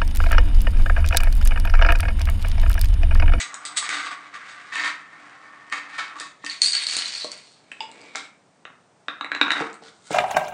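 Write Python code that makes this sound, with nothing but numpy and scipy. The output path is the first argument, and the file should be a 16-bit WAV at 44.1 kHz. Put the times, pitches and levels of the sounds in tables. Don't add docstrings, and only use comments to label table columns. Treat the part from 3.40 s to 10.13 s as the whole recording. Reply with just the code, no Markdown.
import sys
import numpy as np
from scipy import signal
from scipy.fft import rfft, irfft
from scipy.io import wavfile

SR = 44100
rng = np.random.default_rng(int(sys.argv[2]) if len(sys.argv) > 2 else 0)


def master_out(mix):
    frames = np.transpose(np.atleast_2d(mix))
    ceiling = np.clip(frames, -1, 1)
    pcm = np.round(ceiling * 32767).astype(np.int16)
    wavfile.write(sys.argv[1], SR, pcm)


def ratio(d):
    e = np.asarray(d, float) / 20
    return 10 ** e


N = 296793
TIME = np.arange(N) / SR


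def split(rows, s):
    before = [row for row in rows if row[0] < s]
    after = [row for row in rows if row[0] >= s]
    return before, after


def tilt(hz, hard_db):
    octaves = np.log2(np.maximum(hz, 1000) / 2000)
    return ratio(hard_db * octaves)


def walk(t, knots_per_s=6):
    knots = np.arange(t[0], t[-1] + 1, 1 / knots_per_s)
    return np.interp(t, knots, rng.standard_normal(len(knots)))


def resonate(push, t, hz, width):
    wander_share, wander_db = .012, 2.5
    r = np.exp(-np.pi * width / SR)
    turn = 2 * np.pi * hz / SR
    spin = np.exp(1j * turn * np.cumsum(1 + wander_share * walk(t)))
    edges = signal.lfilter([1, 0, -1], [1], push)
    held = signal.lfilter([1], [1, -r], edges / spin)
    ring = np.imag(held * spin * np.exp(1j * turn)) / np.sin(turn)
    return ratio(wander_db * walk(t)) * (1 - r) * ring


def add(out, s, modes, peak_db, hard_db, crack_db):
    contact_s, crack_s = .0008, .001
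    hz, width, db = np.repeat(modes, 3, axis=0).T[:, :, None]
    t = TIME[:int(3 * SR / width.min())]
    spot = rng.standard_normal((3,) + hz.shape)
    hz = hz * np.exp(0.38 * width / (hz + width) * spot[0])
    size = ratio(db + 2 * spot[1]) * width * tilt(hz, hard_db)
    rings = size * np.exp(-np.pi * width * t) * np.sin(2 * np.pi * hz * t + .8 * spot[2])
    ring = rings.sum(axis=0) * (1 - np.exp(-(t / contact_s) ** 2))
    noise = np.resize(rng.standard_normal(1024), len(t) + 1)
    crack = np.diff(noise) * np.exp(-t / crack_s)
    crack_gain = ratio(crack_db + hard_db) * 3
    blow = ring / np.abs(ring).max() + crack_gain * crack / np.abs(crack).max()
    part = out[int(s * SR):][:len(t)]
    part += ratio(peak_db) / np.abs(blow).max() * blow[:len(part)]


def blows(rows, modes, crack_db, main_hz=None):
    out = np.zeros(N)
    for s, peak_db, hard_db, *ring_hz in rows:
        shift = ring_hz[0] / main_hz if ring_hz else 1
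        add(out, s, np.array(modes) * [shift, 1, 1], peak_db, hard_db, crack_db)
    return out


def rattle(spells, modes, per_s, spread_db, fade_db_per_s):
    rise_db = 27.5
    lumps_per_s, lump_db = 45, 2
    s, rise, hold, db, hard_db = np.transpose(spells)[:, :, None]
    start = int(max(s.min() - .2, 0) * SR)
    end = int((s + hold).max() * SR + .3 * SR)
    span = slice(start, end)
    t = TIME[span]
    grid = t[::32]
    rise_loss = rise_db * np.maximum(s - grid, 0) / np.maximum(rise, .001)
    fade_loss = fade_db_per_s * np.maximum(grid - s - hold, 0)
    shape = ratio(db - rise_loss - fade_loss)

    luck = rng.random((2, N))[:, span]
    touch = np.clip((per_s - luck[0] * SR) / 20, 0, 1)
    strength = np.minimum(-np.log(1 - luck[1]), 3)
    force = touch * ratio(spread_db * strength + lump_db * walk(t, lumps_per_s))
    parts = []
    for hz, width, mode_db in modes:
        push = force * rng.uniform(-0.81, 1, len(t))
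        parts.append(ratio(mode_db) * resonate(push, t, hz, width))

    mix = 0
    for part, mode in zip(parts, modes):
        power = np.sum((shape * tilt(mode[0], hard_db)) ** 2, axis=0)
        mix = mix + part * np.interp(t, grid, np.sqrt(power))
    out = np.zeros(N)
    out[span] = mix / np.std(sum(parts))
    return out


def level(x, db):
    return x * ratio(db) / np.sqrt(np.mean(x ** 2))


def air():
    # (frequency [Hz], relative density [dB per Hz])
    hush = [(25, -39), (80, 4), (170, 2), (300, -4), (700, -2.5), (1200, -7.5), (3000, -18), (9500, -21)]
    hz, db = np.transpose(hush)
    bins = np.maximum(np.fft.rfftfreq(N, 1 / SR), 1)
    gain = ratio(np.interp(np.log(bins), np.log(hz), db))
    noise = irfft(rfft(rng.standard_normal(N)) * gain, N)
    return level(noise, -58.5)


def garage(x):
    wet_db, wall_gap_s = -5.5, .003
    # (octave centre [Hz], time to fall 60 dB [s])
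    decays = [(125, 0.14), (250, 0.56), (500, 0.34), (1000, 0.43), (2000, 0.4), (4000, 0.28), (8000, 0.28)]
    t = TIME[:SR]
    echo = 0
    for hz, t60 in decays:
        edges = [hz / np.sqrt(2), hz * np.sqrt(2)]
        band = signal.butter(2, edges, "bandpass", fs=SR, output="sos")
        echo = echo + signal.sosfilt(band, rng.standard_normal(len(t))) * ratio(-60 * t / t60)
    echo = echo * (1 - np.exp(-(t / wall_gap_s) ** 2))
    echo = ratio(wet_db) * echo / np.sqrt(np.sum(echo ** 2))
    return x + signal.fftconvolve(x, echo)[:N]


def knocks():
    # (time [s], peak [dB], hardness [dB per octave], main ring [Hz])
    tick_blows = [(4.515, -32.5, 9, 4000), (4.615, -35, -1, 4550), (4.7572, -12, 19, 3800),
                  (6.33, -33, 18.5, 4100), (6.342, -33, 12, 4300), (6.483, -36.5, -15, 3900)]
    # (frequency [Hz], width [Hz], strength [dB])
    tick_modes = [(2010, 120, -15), (4000, 490, 3.5), (6900, 2400, 10.5)]
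    prop_modes = [(420, 90, -6), (540, 130, 4), (598, 16, 9), (790, 80, -4), (1080, 90, 0)]
    out = blows(tick_blows, tick_modes, -31.5, main_hz=4000)
    add(out, 3.845, prop_modes, peak_db=-21.5, hard_db=0, crack_db=-28)
    return out


def book():
    # (full from [s], rise [s], hold [s], level [dB], hardness [dB per octave])
    scrapes = [(6.425, 0.011, 0.058, -48, -4), (6.69, 0.21, 0.0079, -49, 1.5),
               (6.708, 0.011, 0.014, -27.5, -2.5)]
    # (frequency [Hz], width [Hz], strength [dB])
    book_modes = [(421, 310, -10), (1400, 220, -2.5), (2120, 230, -5), (4130, 1600, -6.5),
                  (7500, 2500, -12.5)]
    cover_modes = [(215, 45, 4), (323, 45, 4), (452, 4, 15), (510, 70, 4), (740, 130, 5), (1200, 600, -12)]
    # (time [s], peak [dB])
    cover_blows = [(6.206, -17.5), (6.422, -36.5), (6.707, -15.5)]
    out = rattle(scrapes, book_modes, per_s=2054, spread_db=3.9, fade_db_per_s=250)
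    for s, peak_db in cover_blows:
        add(out, s, cover_modes, peak_db, 0, -25)
    return out


def cart():
    # (full from [s], rise [s], hold [s], level [dB], hardness [dB per octave])
    rolling = [(4.316, 0.0048, 0.0078, -49, 2), (4.407, 0.0038, 0.0046, -41.5, 1.5),
               (4.5, 0.49, 0.33, -51, -1), (4.756, 0.0092, 0.014, -40, 5)]
    # (frequency [Hz], width [Hz], strength [dB])
    cart_modes = [(382, 330, -1), (1504.4, 810, -8.5), (2255, 210, 1), (3700, 860, -9), (7660, 520, -16.5)]
    stopper = [(1180, 160, -9.5), (1720, 220, -4), (2600, 60, 4), (3100, 110, -8)]
    plank = [(890, 20, 11), (2300, 300, 0), (2880, 90, 5), (3500, 200, -1), (4970, 200, 3), (7500, 400, -5)]
    ledge = [(746, 110, -4), (1600, 590, 6), (2076, 160, 3), (3530, 2100, 4)]
    out = rattle(rolling, cart_modes, per_s=1610, spread_db=3.2, fade_db_per_s=260)
    for s, peak_db, thing in (4.316, -21.5, stopper), (4.405, -14.5, plank), (4.75, -23.5, ledge), (4.755, -17.5, ledge):
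        add(out, s, thing, peak_db, 0, -22)
    return out


def blocks():
    # (time [s], peak [dB], hardness [dB per octave], main ring [Hz])
    clacks = [(5.252, -25.5, -1.5, 3750), (5.278, -36, -5, 3700), (5.302, -39, -8.5, 3700),
              (5.683, -12, 2, 3700), (5.81, -13.5, -1, 3810), (5.845, -15.5, -0.5, 3900),
              (5.917, -9, -0.5, 4000), (5.931, -22, -8, 3930), (5.949, -14, 2.5, 4000),
              (5.962, -20.5, -9, 3800), (6.013, -0.5, 0.5, 3800), (6.027, -19, 1, 3700),
              (6.067, -15, -6, 3700), (6.081, -12.5, -2, 3800), (6.105, -3.5, 1.5, 3860),
              (6.118, -5, 6.5, 3785), (6.157, -17, 1, 3750), (6.167, -13.5, -1, 3750),
              (6.181, -25, 2, 3750), (6.221, -16, -7.5, 3880), (6.242, -22, -9, 3930)]
    # (full from [s], rise [s], hold [s], level [dB], hardness [dB per octave])
    scrapes = [(6.03, 0.1, 0.059, -49, 3.5), (6.12, 0.038, 0.091, -33, -10.5),
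               (6.25, 0.033, 0.012, -52, -7)]
    # (frequency [Hz], width [Hz], strength [dB])
    block_modes = [(280, 49, 1), (775, 360, 5.5), (1243, 270, 14.5), (1488, 230, 16), (1995, 400, 15),
                   (2483, 430, 10.5), (2960, 620, 2), (3750, 84, 10.5), (5750, 1500, -1),
                   (6850, 880, -10.5)]
    scraping = rattle(scrapes, block_modes, per_s=600, spread_db=4, fade_db_per_s=250)
    return blows(clacks, block_modes, -30, main_hz=3750) + scraping


def dominoes():
    # (time [s], peak [dB], hardness [dB per octave], main ring [Hz])
    clicks = [(3.097, -16, -0.5, 4320), (3.2178, 3.5, 7.5, 4360), (3.2225, -6, 19.5, 4500),
              (3.242, -10, 3, 4230), (3.255, -11, 3.5, 4390), (3.2598, -10.5, -2, 4600),
              (3.273, -5.5, 5, 4320), (3.283, -13, -1.5, 4770), (3.321, -10, 4, 4360),
              (3.332, -6.5, 4, 4370), (3.35, -6.5, 5, 4400), (3.366, -12, -0.5, 4500),
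              (3.428, -18, 5, 4360), (3.4675, -6.5, 7, 4340), (3.5115, -15.5, -5, 4460),
              (3.555, -16, 0, 4350), (3.5668, 2, 20, 4070), (3.588, -14.5, -1, 4280),
              (3.622, -13.5, -13, 4300), (3.657, -16, -8, 4130), (3.75, -19, -1, 4370),
              (3.78, -19, 7, 4330), (3.809, -22.5, -18, 4000), (3.819, -22, -2, 4300),
              (3.845, -9.5, 15, 4240), (3.917, -11.5, 15, 4470), (3.868, -26.5, 2, 4300),
              (3.976, -25.5, 12, 4600)]
    # (full from [s], rise [s], hold [s], level [dB], hardness [dB per octave])
    slides = [(3.1, 0.0088, 0.0085, -32.5, -1.5), (3.225, 0.02, 0.06, -34, 8.5),
              (3.337, .005, 0.051, -26.5, -2), (3.4, .02, 0.036, -31, 0),
              (3.47, 0.0092, 0.0075, -28.5, 1.5), (3.53, 0.037, .13, -28.5, -3),
              (3.7, 0.035, 0.15, -33.5, -3.5), (3.92, .01, 0.0072, -30.5, -33), (3.98, .03, 0.17, -56.5, 1)]
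    # (frequency [Hz], width [Hz], strength [dB])
    near = [(2110, 670, 1), (3310, 1300, 3), (4400, 56, 17.5), (4573, 120, 6.5), (3930, 500, 5),
            (6800, 1200, -1.5), (8500, 600, -0.5)]
    far = np.array(near) * [1, 2.4, 1]
    main_hz, far_tiles_s = 4400, 3.46
    near_clicks, far_clicks = split(clicks, far_tiles_s)
    near_slides, far_slides = split(slides, far_tiles_s)
    out = blows(near_clicks, near, -12, main_hz) + blows(far_clicks, far, -12, main_hz)
    out += rattle(near_slides, near, per_s=1200, spread_db=2.1, fade_db_per_s=240)
    out += rattle(far_slides, far, per_s=1300, spread_db=2, fade_db_per_s=160)
    return out


def marbles():
    # (time [s], peak [dB], hardness [dB per octave])
    drops = [(0.1425, -11.5, 10), (0.252, -12.5, 10), (0.370, -5.5, 7), (0.426, -17, 2), (0.491, -8.5, 3.5),
             (0.646, -25, -4), (0.709, -25, -4), (0.934, -38, -12), (1.3555, -11.5, 0.5), (1.449, -17, 1),
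             (2.299, -28, 3), (2.324, -14.5, 9), (2.5805, -22.5, 2), (2.8, -7, 18), (2.807, -23.5, -12.5),
             (2.816, -27.5, 23), (3.04, -26, -18.5), (3.047, -15.5, 10.5), (3.055, -20.5, 20),
             (3.063, -8, 10.5)]
    # (full from [s], rise [s], hold [s], level [dB], hardness [dB per octave])
    rolling = [(0.0, 0.016, 0.013, -27, 5), (0.05, 0.099, 0.39, -49.5, -17),
               (0.254, 0.0045, 0.0022, -35, 10.5), (0.374, 0.017, 0.0017, -30.5, 10.5),
               (0.44, 0.018, 0.027, -33.5, 0), (0.491, 0.0033, 0.089, -27.5, -1.5),
               (0.58, 0.039, 0.099, -33, -3), (0.715, 0.018, 0.0064, -31, -5), (0.76, .05, 0.77, -47, -8.5),
               (0.94, 0.0077, 0.0032, -37, -2.5), (1.09, .05, 0.037, -45, 2),
               (1.325, 0.0085, 0.029, -31, -0.5), (1.36, 0.0063, 0.033, -28.5, 0),
               (1.44, 0.039, 0.027, -25.5, 0.5), (1.62, 0.1075, 0.664, -50.5, -8.5),
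               (2.327, 0.016, 0.0023, -25, -1), (2.43, 0.044, 0.12, -54.5, -16),
               (2.55, 0.15, 0.003, -36, -2), (2.583, 0.0053, 0.012, -26.5, -1),
               (2.7, 0.044, 0.13, -47, -14), (2.8, 0.05, 0.0056, -39, 7.5), (3.06, 0.092, 0.06, -42, 2)]
    # (frequency [Hz], width [Hz], strength [dB])
    funnel_modes = [(301, 24, -10), (736, 120, -10), (1205, 83, 8), (1544, 194, 7), (1996, 330, 8),
                    (2600, 200, -4.5), (3750, 520, -0.5), (4600, 450, -6), (6570, 610, -8.5),
                    (8020, 390, -7.5)]
    chute_modes = [(298, 36, -5.5), (755, 200, -8), (1120, 110, 5), (1289, 64, 5.5), (1515, 190, 4),
                   (1817, 70, 14.5), (2030, 140, 6.5), (2200, 180, 3), (2587, 64, 6), (3750, 500, -0.5),
                   (4600, 300, -4), (3136, 120, -1.5), (6800, 1100, -13)]
    chutes_s = 1.3
    funnel_drops, chute_drops = split(drops, chutes_s)
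    funnel_roll, chute_roll = split(rolling, chutes_s)
    out = blows(funnel_drops, funnel_modes, -10) + blows(chute_drops, chute_modes, -6.5)
    out += rattle(funnel_roll, funnel_modes, per_s=2000, spread_db=1.4, fade_db_per_s=490)
    out += rattle(chute_roll, chute_modes, per_s=1500, spread_db=2.2, fade_db_per_s=220)
    return out


def scene():
    toys = knocks() + book() + cart() + blocks() + dominoes() + marbles()
    return (garage(toys) + air())[None]


def band_limit(x):
    return signal.sosfilt(signal.butter(12, 10330, fs=SR, output="sos"), x)


def record(dry):
    bass_cut = signal.butter(3, 140, "highpass", fs=SR, output="sos")
    top_cut = signal.ellip(9, .5, 55, 9300, fs=SR, output="sos")
    thin = signal.sosfilt(bass_cut, dry)
    return band_limit(signal.sosfilt(top_cut, thin))


dry = scene()
out = record(dry)
master_out(out)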